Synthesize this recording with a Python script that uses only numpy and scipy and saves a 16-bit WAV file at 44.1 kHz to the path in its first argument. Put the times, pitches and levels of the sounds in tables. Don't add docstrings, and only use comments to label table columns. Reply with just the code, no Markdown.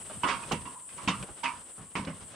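import sys
import numpy as np
from scipy import signal
from scipy.fft import rfft, irfft, next_fast_len
from scipy.io import wavfile
from scipy.ndimage import uniform_filter1d, map_coordinates

SR = 44100
rng = np.random.default_rng(int(sys.argv[2]) if len(sys.argv) > 2 else 0)


def put_to_file(sound):
    columns = np.atleast_2d(sound).T
    safe = np.clip(columns, -1, 1)
    whole_steps = np.round(safe * 32767)
    wavfile.write(sys.argv[1], SR, whole_steps.astype(np.int16))


N = 103635
RING_SAMPLES, CONTACT_S = 26460, 0.00063
FOOT_BLOW = 4.26
# frequency_hz, t60_s
WOOD_DECAY = [(300, 0.2), (1500, 0.096), (7000, 0.099)]


def amp(db):
    return 10 ** (np.asarray(db) / 20)


def unit(x):
    return x / np.sqrt(np.mean(x ** 2) + 1e-20)


def along(points, hz):
    frequencies, values = np.transpose(points)
    return np.interp(np.log(hz + 1), np.log(frequencies + 1), values)


def curve(points):
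    return np.interp(np.arange(N) / SR, *np.transpose(points))


def wobble(knots_per_s):
    knots = rng.standard_normal(int(N * knots_per_s / SR) + 4)
    return map_coordinates(knots, [np.arange(N) * knots_per_s / SR])


def filtered(x, gain):
    n = x.shape[-1]
    padded = next_fast_len(n + 4096)
    return irfft(rfft(x, padded) * gain(np.fft.rfftfreq(padded, 1 / SR)), padded)[..., :n]


def shelf(x, edge):
    return 1 - 1 / (1 + (x / edge) ** 6)


def bump(hz, centre_hz, octaves):
    return 1 / (1 + (np.log2((hz + 1) / centre_hz) / octaves) ** 2)


def pan(left_db):
    return amp(np.array([[left_db], [-left_db]]) / 2)


def noise(colour, spread, size):
    def gain(hz):
        return amp(colour(hz)) * np.array([np.ones_like(hz), along(spread, hz)])
    mid, side = filtered(rng.standard_normal((2, size)), gain)
    return unit(np.array([mid + side, mid - side]))


def dense_modes(colour, decay):
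    # frequency_hz, side_over_mid
    spread = [(200, 0.028), (1000, 0.34), (3000, 0.27), (8000, 1)]
    hz, t, spectrum = signal.stft(noise(colour, spread, RING_SAMPLES), SR, nperseg=256)
    spectrum = spectrum * amp(-60 * t / along(decay, hz)[:, None])
    tail = signal.istft(spectrum, SR, nperseg=256)[1][:, :RING_SAMPLES]
    return tail * np.tanh(np.arange(RING_SAMPLES) / SR / CONTACT_S)


def chatter(length_s, first_blow, contacts_per_s=700):
    t = np.arange(RING_SAMPLES // 6) / SR
    touching = rng.random(len(t)) < contacts_per_s / SR
    contacts = touching * rng.standard_normal(len(t)) * (1 - shelf(t, length_s + 1e-4))
    contacts[0] = first_blow
    return contacts[None]


def struck(contacts, response):
    motion = signal.fftconvolve(contacts, response, axes=1)[:, :RING_SAMPLES]
    power = uniform_filter1d(np.mean(motion ** 2, 0), size=660)
    return motion / np.sqrt(power.max())


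def ring(contacts, modes, colour, skew_rad):
    t, total = np.arange(RING_SAMPLES) / SR, 0
    for hz, db, t60 in modes:
        phase = 2 * np.pi * hz * t + skew_rad * rng.standard_normal((2, 1))
        mode = np.sin(phase) * 1000 ** (-t / t60) * np.tanh(t / CONTACT_S)
        total = total + amp(db + colour(hz)) * struck(contacts, mode)
    return struck(np.ones((1, 1)), total)


def add(track, start_s, sound):
    part = track[:, round(start_s * SR):][:, :sound.shape[1]]
    part += sound[:, :part.shape[1]]


def insects():
    # time_s, level_db
    swell = [(0.0, -47), (0.76, -50.5), (0.97, -48.5), (0.99, -51.5), (1.24, -48), (1.25, -53.5),
             (1.5, -50), (1.52, -54), (1.79, -49.5), (1.81, -55.5), (1.98, -50.5), (2.07, -55.5),
             (2.29, -51), (2.35, -58)]
    # frequency_hz, gain_db
    spectrum = [(4500, -40), (6500, -23), (7200, -10), (7800, 0), (8300, 4.5), (8900, -3), (9600, -1),
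                (10300, -10), (11000, -22.5), (12000, -103), (13200, -26), (14200, -23), (15500, -35)]
    chorus = noise(lambda hz: along(spectrum, hz), [(8000, 0.78)], N)
    return chorus * pan(left_db=3) * amp(curve(swell) + 3 + 0.7 * wobble(59.67))


def nets():
    # time_s, level_db
    swell = [(0, -52), (0.2, -51), (0.47, -49), (0.7, -53.5), (0.88, -63), (1.04, -47.5), (1.2, -51.5),
             (1.39, -58.5), (1.6, -54.5), (1.9, -61), (2.17, -54), (2.35, -53.5)]
    # frequency_hz, gain_db
    spectrum = [(100, -8), (250, 3.5), (550, 4), (750, 1), (1050, 1), (1600, -2), (2400, -6.5), (3000, -2),
                (4200, -9.5), (6500, -11), (10000, -33), (13000, -56)]
    rustle = noise(lambda hz: along(spectrum, hz), [(250, 0.13), (1000, 0.63), (4000, 0.58)], N)
    return rustle * pan(left_db=0.11) * amp(curve(swell) + 2.6 * wobble(50.05))


def low_rumble():
    # time_s, level_db
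    swell = [(0, -54), (0.17, -53), (0.45, -52), (0.62, -46), (0.72, -61.5), (0.9, -72.5), (1.02, -54),
             (1.3, -49), (1.4, -66), (1.56, -57), (1.73, -75), (1.84, -50.5), (1.92, -64), (2.15, -53),
             (2.35, -56.5)]
    # frequency_hz, gain_db
    spectrum = [(20, -20), (50, -5), (110, 1), (200, -0.5), (300, -11), (500, -33), (1200, -71)]
    rumble = noise(lambda hz: along(spectrum, hz), [(40, 0.96), (100, 0.61), (200, 0.13)], N)
    return rumble * pan(left_db=-2.1) * amp(curve(swell) + 3.4 * wobble(24.44))


def rope_snaps():
    # start_s, level_db, centre_hz, width_octaves, t60_s
    snaps = [(0.521, -40.5, 4000, 1.4, 0.065), (1.083, -34, 2720, 0.65, 0.06),
             (1.2255, -42.5, 2350, 1.04, 0.061), (1.457, -31.5, 2340, 0.27, 0.13),
             (1.954, -33, 2270, .25, 0.06), (2.049, -47.5, 3460, 1, 0.054)]
    out = np.zeros((2, N))
    for start_s, db, centre_hz, octaves, t60 in snaps:
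        tick = dense_modes(lambda hz: 40 * np.log10(bump(hz, centre_hz, octaves)), [(1000, t60)])
        add(out, start_s, amp(db) * pan(left_db=-1.5) * struck(np.ones((1, 1)), tick))
    return out


def plank_knocks():
    # start_s, level_db, chatter_s, treble_db, left_db
    knocks = [(0.098, -43, 0.009, -35, -1.5), (0.244, -32, 0.0097, -38, 1.5), (0.284, -32.5, 0.037, 14, -1),
              (0.511, -30, 0.0056, -39, -4.5), (0.519, -30, 0.0094, 16, -5), (1.083, -30, 0.014, 20.5, -4),
              (1.226, -42, 0.0024, -10, 0), (1.288, -45, 0.013, -5, -3), (1.439, -39, .012, 26, 0),
              (1.78, -52, 0.029, -8, 0), (1.953, -40, 0.0057, -27, 0), (1.965, -35.5, 0.011, 9, -2.5),
              (2.042, -44, .006, -5, -1), (2.073, -40.5, 0.034, 3.5, -2.5)]
    # frequency_hz, gain_db
    spectrum = [(120, -6), (300, 0.5), (500, 2.5), (590, 6), (690, -0.5), (820, 3.5), (1400, -1.5),
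                (3000, -11.5), (4500, -29), (7000, -26.5), (12000, -75)]
    treble_hz, settle_s, damping_db = 2360, 0.026, 2
    t = np.arange(RING_SAMPLES) / SR
    out = np.zeros((2, N))
    for start_s, db, chatter_s, treble_db, left_db in knocks:
        damping = amp(-damping_db * shelf(t, chatter_s + settle_s))
        wood = dense_modes(lambda hz: along(spectrum, hz) + treble_db * shelf(hz, treble_hz), WOOD_DECAY)
        knock = struck(chatter(chatter_s, FOOT_BLOW), wood) * damping
        add(out, start_s, amp(db) * pan(left_db) * knock)
    return out


def deck_thumps():
    # start_s, level_db, centre_hz, chatter_s
    thumps = [(0.239, -33.5, 275, 0.005), (0.292, -41.5, 220, 0.024), (0.513, -35.5, 342, 0.0087),
              (0.53, -29, 165, 0.01), (0.61, -55.5, 86, 0.017), (0.66, -44.5, 270, 0.021),
              (1.075, -26, 165, 0.009), (1.09, -39.5, 260, 0.017), (1.24, -63, 106, 0.03),
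              (1.44, -46, 243, 0.045), (1.53, -60, 70, 0.051), (1.78, -49, 198, 0.0088),
              (1.954, -36, 198, 0.053), (1.992, -36.5, 178, 0.045), (2.071, -33, 188, 0.019)]
    # pitch_hz, level_db, t60_s
    modes = [(65.6, -5, 0.18), (88.3, 1, 0.38), (114.6, -2, 0.094), (164, -4.5, 0.25), (195, 0.5, 0.22),
             (218, -5.5, 0.1), (259.7, 2, 0.23), (342, -15, 0.45), (397.5, -4, 0.12)]
    width_octaves, grit_db = 0.81, -6.5
    out = np.zeros((2, N))
    for start_s, db, centre_hz, chatter_s in thumps:
        def colour(hz):
            return 40 * np.log10(bump(hz, centre_hz, width_octaves))
        contacts = chatter(chatter_s, FOOT_BLOW)
        grit = struck(contacts, dense_modes(lambda hz: colour(hz) - 40 * shelf(hz, 710), WOOD_DECAY))
        thump = ring(contacts, modes, colour, skew_rad=0.042) + amp(grit_db) * grit
        high_pass = signal.butter(2, centre_hz / 2.8, "high", fs=SR)
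        add(out, start_s, amp(db) * signal.lfilter(*high_pass, thump))
    return out


def frame_clanks():
    # start_s, level_db, chatter_s, first_blow_ratio, low_hz, high_hz, upper_db, left_db
    clanks = [(0.1, -51, 0.0094, 2, 940, 3000, 5, -5), (0.233, -21.5, 0.014, 3.8, 1066, 2920, -12, -6),
              (0.269, -29.5, 0.031, 0.5, 935, 2410, -2, -9.5),
              (0.427, -43.5, 0.013, 1.1, 964, 2520, -5, -9), (0.514, -36.5, 0.032, 4.7, 930, 2840, 0, -12),
              (0.654, -41.5, 0.009, 2.1, 1025, 2820, -5.5, -8),
              (0.75, -48, 0.01, 2.5, 1010, 2980, -28, -7.5), (0.888, -55, 0.0094, 2, 1170, 1900, 9.5, -12),
              (0.98, -43, 0.026, 2.6, 1095, 2250, -7.5, -8.5),
              (1.076, -25.5, 0.0059, 3.7, 1233, 2810, 3, -4),
              (1.432, -30, 0.016, 1.17, 940, 2600, -3, -6.5),
              (1.454, -34.5, 0.0097, 6.8, 1270, 2320, -0.5, -2), (1.79, -56.5, 0.043, 1, 1120, 2360, -4, 7),
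              (1.953, -34, 0.0022, 9.7, 950, 2250, 0.5, -9), (1.968, -45.5, .01, 2.7, 950, 2280, 7, 12),
              (2.068, -44.5, 0.016, 2.2, 1070, 2100, 0.5, -7)]
    # pitch_hz, level_db, t60_s
    modes = [(944.2, 5, 0.32), (985, -6, 0.44), (1072, 0.5, 0.2), (1100, -3.5, 0.62), (1111, 3, 0.24),
             (1252, -15.5, 0.46), (1381, -5.5, 0.74), (1960, -16, 0.53), (1933, 1, 0.14), (2258, 6, 0.1),
             (2410, -17, 0.16), (2610, -5, 0.15), (2675, -1, 0.26), (3000, -17, 0.13), (3110, -8.5, 0.2)]
    # frequency_hz, gain_db
    spectrum = [(200, -52), (600, -13.5), (820, -11.5), (1020, 3), (1300, -4), (1750, -7.5), (2300, -6.5),
                (3000, -6), (3900, -17.5), (5100, -16.5), (7000, -30.5), (11500, -66)]
    decay = [(500, 0.27), (1100, 0.35), (2700, 0.24), (7000, 0.31)]  # frequency_hz, t60_s
    upper_hz, focus_db, focus_octaves = 1570, 8, 0.076
    ring_db, clatter_db = -6.5, -2.5
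    out = np.zeros((2, N))
    for start_s, db, chatter_s, first_blow, low_hz, high_hz, upper_db, left_db in clanks:
        def colour(hz):
            focus = bump(hz, low_hz, focus_octaves) + bump(hz, high_hz, focus_octaves)
            return upper_db * shelf(hz, upper_hz) + focus_db * focus
        contacts = chatter(chatter_s, first_blow)
        ringing = ring(contacts, modes, colour, skew_rad=0.55)
        clatter = struck(contacts, dense_modes(lambda hz: along(spectrum, hz) + colour(hz), decay))
        clank = amp(ring_db) * ringing + amp(clatter_db) * clatter
        add(out, start_s, amp(db) * pan(left_db) * clank)
    return out


def scene():
    return frame_clanks() + deck_thumps() + plank_knocks() + insects() + low_rumble() + nets() + rope_snaps()


def record(dry):
    cutoff_hz = 15750
    return filtered(dry, lambda hz: hz < cutoff_hz)


dry = scene()
out = record(dry)
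put_to_file(out)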